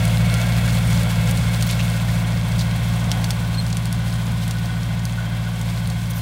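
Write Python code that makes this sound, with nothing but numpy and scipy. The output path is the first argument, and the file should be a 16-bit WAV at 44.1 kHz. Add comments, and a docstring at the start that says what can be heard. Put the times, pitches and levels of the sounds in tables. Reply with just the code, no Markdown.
"""Dry, open field, a phone as microphone. A four-cylinder tractor pulls a disc harrow away, 10 m to 21 m.
From the start uneven firings boom in the exhaust, valve gear clatters and gears whine, while the discs
crunch through soil, scrape on gravel and clink on stones. Between 2 and 4 s dry bearings squeak.
Around 5 s a loose panel buzzes harder with the engine; just after 6 s a disc rim squeals on steel."""
import sys
import numpy as np
from scipy import signal
from scipy.fft import rfft, irfft
from scipy.io import wavfile
from scipy.ndimage import uniform_filter1d

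SR = 44100
rng = np.random.default_rng(int(sys.argv[2]) if len(sys.argv) > 2 else 0)


def digitize_waveform(pressure):
    """Quantize a signal to 16-bit integers and store it at the path in sys.argv[1].

    Rows of a 2-D input are taken as channels; values are limited to [-1, 1].
    """
    field = np.atleast_2d(pressure).T
    bounded = np.clip(field, -1, 1)
    quanta = np.round(bounded * 32767).astype(np.int16)
    wavfile.write(sys.argv[1], SR, quanta)


N = 273861
TOP_HZ = 15750  # upper limit of the microphone

# the cylinders in firing order: strength/dB, lag in the manifold/ms
CYLINDERS = [(-3.5, 5.95), (2.07, 5.21), (-1.5, 5.64), (3, 6.42)]


def undb(db):
    """Decibels to gain."""
    return 10 ** (np.asarray(db) / 20)


def level(x, db=0):
    """Set the rms level."""
    return x * undb(db) / np.sqrt(np.mean(x ** 2))


def curve(points):
    """One value per sample along (t/s, value) points."""
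    return np.interp(np.arange(N) / SR, *np.transpose(points))


def walk(rate):
    """Random values held for 1 / rate seconds and smoothed twice; rms 1."""
    hold = int(SR / rate)
    steps = np.repeat(rng.standard_normal(N // hold + 1), hold)
    return level(uniform_filter1d(uniform_filter1d(steps, hold), hold)[:N])


def colour(x, points, size=16384):
    """Minimum-phase filter through (f/Hz, level/dB) points; circular, so steady sounds have no onset."""
    hz, db = np.transpose(points)
    grid = np.maximum(np.arange(size // 2 + 1) * SR / size, 1)
    gain = undb(np.interp(np.log(grid), np.log(hz), db))
    cepstrum = irfft(np.log(gain))
    cepstrum[1:size // 2] *= 2
    cepstrum[size // 2 + 1:] = 0
    response = irfft(np.exp(rfft(cepstrum)))
    return irfft(rfft(x) * rfft(response, len(x)), len(x))


def band(x, hz, width):
    """One resonance, gain 1 at the centre."""
    top = .45 * SR
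    return signal.lfilter(*signal.iirpeak(min(hz, top), hz / min(width, top / 2), fs=SR), x)


def body(x, modes):
    """Steep-skirted resonances (f/Hz, width/Hz, level/dB), summed to rms 1."""
    return level(sum(undb(db) * band(band(x, hz, width), hz, width) for hz, width, db in modes))


def add(out, s, x):
    """Mix x into out at time s."""
    i = int(np.clip(s * SR, 0, N - 1))
    out[i:i + len(x)] += x[:N - i]


def swell(length):
    """A smooth rise and fall over length seconds."""
    return np.sqrt(np.hanning(int(length * SR)))


def soil(cracks_per_s=520, spread_db=6.5, crack_db=-4, hiss_db=5.0):
    """Steel slides through earth with a hiss while clods and dry stalks break in tiny cracks."""
    # colour of crumbling soil: f/Hz, level/dB
    crumble = [(300, -9), (1500, 4.5), (4400, 4), (5300, 1), (6500, 0), (8400, 1), (10500, -1.5),
               (13000, -5.5), (16000, -5)]
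    pitches = np.geomspace(3000, 15000, num=7)
    cracks = 0
    for hz in pitches:
        sizes = undb(spread_db * np.minimum(rng.exponential(size=N), 4))
        breaks = rng.random(N) < cracks_per_s / len(pitches) / SR
        cracks += band(breaks * sizes * rng.choice([-1, 1], N), hz, width=1270)
    earth = colour(level(cracks, crack_db) + undb(hiss_db) * rng.standard_normal(N), crumble)
    spurts_db = 0.8 * walk(25.07) + 1.6 * walk(90)  # clods give way unevenly
    return level(earth) * undb(spurts_db)


def clink(treble_db, crack_s=.0004, grit_db=-13, grit_t60_s=0.048, ring_db=-34):
    """A stone meets a disc: a sharp crack, a spray of grit and a short ring."""
    # modes of a disc, damped by the earth: f/Hz, level/dB, t60/s
    disc_modes = [(2730, -10, 0.046), (4470, 11.5, 0.05), (4940, -10, .035), (5800, -16, .04),
                  (6500, 5, .03), (7150, -10, .04), (8500, 0, 0.035), (9250, 9.5, 0.029)]
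    t = np.arange(SR // 5) / SR
    push = np.exp(-t / crack_s) + undb(grit_db) * undb(-60 * t / grit_t60_s)
    ring = 0
    for hz, db, t60 in disc_modes:
        strength = undb(db + 2 * rng.standard_normal())
        pitch = hz * (1 + 0.016 * rng.standard_normal())
        ring += strength * np.sin(2 * np.pi * pitch * t) * undb(-60 * t / t60)
    tone = [(700, -29), (2200, -4.5), (4000, 4), (6200, 3),
            (10000, treble_db + 20), (15000, treble_db + 9)]
    hit = colour(push * rng.choice([-1, 1], len(t)) + undb(ring_db) * ring, tone, size=512)
    return undb(-12) * hit / np.std(hit[:128])  # the first 3 ms carry the strength of the blow


def pebbles(per_s=5.5, range_db=22):
    """Small stones tick on the discs at random moments."""
    out = np.zeros(N)
    for when, strength in rng.random((int(per_s * N / SR), 2)):
        add(out, when * N / SR, undb(-33 + range_db * strength) * clink(treble_db=-7))
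    return out


def squeals():
    """A disc rim rubs on steel, which excites its high resonances."""
    # resonances of the rim: f/Hz, width/Hz, level/dB
    rim_modes = [(6050, 900, -8), (9830, 170, 3), (12400, 700, -6), (14050, 300, 0), (14700, 1400, -7)]
    # rubs: t/s, length/s, level/dB
    rubs = [(6.097, 0.025, -37.5), (6.137, 0.071, -42)]
    ringing = body(rng.standard_normal(N), rim_modes)
    pressure = np.zeros(N)
    for s, length, db in rubs:
        add(pressure, s, level(swell(length), db))
    return pressure * ringing


def squeaks(waver=0.0052, overtone_db=-11, flutter_db=4):
    """Stick-slip in a dry disc bearing: a wavering, fluttering tone with weak overtones."""
    # slips of the bearings: t/s, length/s, level/dB, f/Hz
    slips = [(2.081, .016, -37.5, 1810), (2.605, 0.013, -35, 3820), (3.538, 0.023, -38.5, 4260),
             (3.571, 0.045, -32, 4200)]
    out = np.zeros(N)
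    for s, length, db, hz in slips:
        shape = swell(length)
        drift, grip = walk(730)[:len(shape)], walk(360)[:len(shape)]
        phase = 2 * np.pi * np.cumsum(hz * (1 + waver * drift)) / SR
        tone = sum(undb(overtone_db * k) * np.sin((k + 1) * phase) for k in range(int(TOP_HZ / hz)))
        add(out, s, level(tone * shape * undb(flutter_db * grip), db))
    return out


def scrapes(rough_db=3):
    """Clods and buried gravel catch and slip along a disc."""
    # grinding contacts: t/s, length/s, level/dB, f/Hz
    contacts = [(.672, 0.026, -31.5, 1400), (.674, .05, -38.5, 4200), (0.871, 0.29, -40, 620),
                (1.692, 0.018, -29, 3180), (1.712, 0.028, -34, 4000), (1.782, 0.04, -31, 2600),
                (2.583, 0.05, -34, 4360), (2.85, 0.61, -41, 720), (4.404, .042, -42, 3970)]
    out = np.zeros(N)
    for s, length, db, hz in contacts:
        shape = swell(length)
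        catching = rng.standard_normal(N) * undb(rough_db * walk(540))
        add(out, s, level(band(catching[:len(shape)], hz, width=0.51 * hz) * shape, db))
    return out


def stones():
    """Large stones clink on the discs."""
    # blows: t/s, relative level/dB, relative treble/dB
    blows = [(0.0531, -14, -10), (0.341, -11, -20), (0.6789, -20, -19), (1.0325, -18, -20),
             (1.311, -13, -12), (1.374, -15, -23), (1.6249, -9.5, -18), (1.691, -17, -25),
             (1.7113, -12.5, -15), (2.5925, -18, -20), (3.1162, -6, -27), (3.243, -12, -25),
             (3.3062, -8.5, -20.5), (3.7282, -15.5, -25), (3.7698, -13, -18), (3.8562, -16.5, -17),
             (3.927, -14.5, -14), (4.4792, -19, -17), (4.51, -14.5, -24), (5.0537, -14.5, -17),
             (5.6141, -19, -14), (5.8738, -19, -13), (5.901, -19, -21)]
    out = np.zeros(N)
    for s, db, treble_db in blows:
        add(out, s, undb(db) * clink(treble_db))
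    return out


def engine_speed(hunt_hz=.55, crest_s=.53, period_s=1.16, settle_s=4.5):
    """Firings per second: the governor overshoots to and fro, less each time."""
    # firing rate, easing slowly with the load: t/s, f/Hz
    firing_rate = [(0, 57.18), (1.2, 57.13), (2.5, 56.95), (4.5, 56.95), (6.21, 57.15)]
    t = np.arange(N) / SR
    hunting = hunt_hz * np.exp(-t / settle_s) * np.cos(2 * np.pi * (t - crest_s) / period_s)
    return curve(firing_rate) + hunting


def panel(firings, hz=1495, width_hz=130, rattle_db=-54, swing_db=8):
    """A loose sheet of metal rattles once per engine cycle, in bouts much harder."""
    # bouts of harder buzzing: middle t/s, length/s, level/dB
    bouts = [(4.72, .6, -52), (5.218, 0.13, -38), (5.457, 0.11, -49)]
    ringing = body(rng.standard_normal(N), [(hz, width_hz, 0)])
    shaking = np.full(N, undb(rattle_db))
    for s, length, db in bouts:
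        add(shaking, s - length / 2, undb(db) * swell(length))
    throb = undb(swing_db * np.cos(2 * np.pi * firings / len(CYLINDERS)))
    return level(ringing * throb) * shaking


def gear_whine(firings, swing_db=3.0, waver_rad=0.92):
    """Meshing teeth sing in step with the engine; their load comes and goes, so each tone wavers."""
    # pitches of the tones: multiples of the engine cycle rate
    orders = [46, 52, 69, 72, 114]
    # strength of each tone: relative level/dB
    levels = [-9, -2, -7, 1.5, -13]
    cycles = firings / len(CYLINDERS)
    whine = 0
    for order, db in zip(orders, levels):
        load = undb(db + swing_db * walk(12))
        whine += load * np.sin(2 * np.pi * order * cycles + waver_rad * walk(25))
    return whine


def knocks(firings, repeat_db=-1, throb_db=0.35, size=3092):
    """Metal parts strike much alike in every engine cycle, hardest just after a firing."""
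    pattern = rng.standard_normal(size)
    alike = pattern[(firings / len(CYLINDERS) % 1 * size).astype(int)]
    throb = undb(throb_db * (1 - 2 * (firings % 1)))
    return (undb(repeat_db) * alike + rng.standard_normal(N)) * throb


def machinery(firings, flutter_db=1.0):
    """Valve gear clatters through the block and the transmission housing, with gear whine on top."""
    # broad colour of the clatter: f/Hz, level/dB
    clatter = [(100, -1.5), (290, 1.5), (380, -4), (530, 1), (730, 1), (900, -0.5), (1130, 1.5), (1270, -5),
               (1600, -7.5), (1750, -11.5), (2300, -2.5), (3000, -9), (3500, -5.5), (5000, -14.5),
               (12000, -27.5)]
    # resonances of the block and bonnet: f/Hz, width/Hz, level/dB
    block_modes = [(690, 310, -2), (1483, 98, 3.5), (1615, 74, 1), (1859, 46, 1.5), (2070, 42, 2.5),
                   (2695, 92, -7), (3175, 59, 1.5), (3335, 96, -1), (4216, 34, -3.5)]
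    # resonances of the transmission housing: f/Hz, width/Hz, level/dB
    housing_modes = [(517.6, 69, 3), (599, 244, 4), (1375, 87, 3), (1622, 55, 3.5), (1962, 51, 0),
                     (2160, 49, 4), (2212, 93, 5), (2612, 123, 0.5), (2813, 60, 0), (3415, 260, -3.5),
                     (4313, 54, -6)]
    # the machinery's metallic ring fades until 4 s, then partly returns: t/s, relative level/dB
    ring_level = [(0, 0.5), (1.2, -2), (2.8, -7), (4, -19.5), (6.21, -8)]
    ring_db = curve(ring_level)
    broad = level(colour(knocks(firings), clatter), -2.5) * undb(.5 * walk(9))
    block = body(knocks(firings), block_modes) * undb(-6 + flutter_db * walk(18))
    housing = body(knocks(firings), housing_modes) * undb(1 + ring_db + flutter_db * walk(14))
    gears = level(gear_whine(firings), -15)
    return (broad + block + housing + gears) / np.sqrt(1 + undb(2 * ring_db))  # keeps the sum near even


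def exhaust(firings, jitter_ms=.18, scatter_db=1.4, gas_db=-20, chamber_hz=173.9):
    """One pulse per firing booms in the pipe; unequal cylinders make it throb once a cycle."""
    # colour of the exhaust pipe: f/Hz, level/dB
    pipe_colour = [(22, -31), (43, -11), (54, -5.5), (75, 9.5), (97, -14), (114, 6), (135, 1), (170, 2.08),
                   (205, -8.5), (235, -19.5), (290, -23), (345, -49.5), (700, -55), (2000, -90)]
    # the engine is already running: a second of earlier firings rings the pipe
    firings = np.concatenate([firings[0] * np.arange(1 - SR, 1), firings])
    count = np.arange(int(firings[0]), int(firings[-1]) + 1)
    strength_db, lag_ms = np.array(CYLINDERS)[count % len(CYLINDERS)].T
    jitter, scatter = rng.standard_normal((len(count), 2)).T
    on_beat = np.interp(count, firings, np.arange(len(firings)))
    at = on_beat + (lag_ms + jitter_ms * jitter) * SR / 1000
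    pulses = np.zeros(len(firings))
    pulses[np.clip(at, 0, len(pulses) - 1).astype(int)] = undb(strength_db + scatter_db * scatter)
    # turbulent gas roughens the upper part of the boom
    gas = rng.standard_normal(len(pulses))
    turbulence = gas + 7 * band(band(gas, hz=243, width=118), hz=243, width=118)
    pipe = colour(level(pulses) + undb(gas_db) * turbulence, pipe_colour)
    # the muffler chamber rings on between firings and rounds the beat
    muffled = 2 * band(pipe, chamber_hz, width=9.0) - pipe
    return level(muffled[-N:])


def scene(start_m=10.16, drive_m_s=1.78, exhaust_db=-16, machine_db=-29.5, soil_db=2.93):
    """Open field, one fixed microphone, no walls to echo; exhaust and machinery fade as 1 / distance."""
    # soil and pebbles as the discs bite and draw away: t/s, relative level/dB
    bite = [(0.0, -37), (1.9, -38), (2.37, -42), (3.23, -41.5), (3.65, -43.5), (4.36, -44), (5.41, -46),
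            (5.69, -45), (6.21, -42)]
    firings = np.cumsum(engine_speed()) / SR  # running count
    nearness = start_m / (start_m + drive_m_s * np.arange(N) / SR)
    engine = exhaust(firings) * undb(exhaust_db) + machinery(firings) * undb(machine_db)
    tractor = engine * nearness + panel(firings)
    steel = stones() + scrapes() + squeaks() + squeals()
    earth = (soil() * undb(soil_db) + pebbles()) * undb(curve(bite))
    return (tractor + steel + earth)[None]


def record(dry, low_hz=36):
    """The phone's microphone sheds the deepest rumble and cuts the top."""
    thin = signal.sosfilt(signal.butter(2, low_hz, "high", fs=SR, output="sos"), dry)
    return signal.sosfilt(signal.ellip(10, .2, 70, TOP_HZ, fs=SR, output="sos"), thin)


dry = scene()
out = record(dry)
digitize_waveform(out)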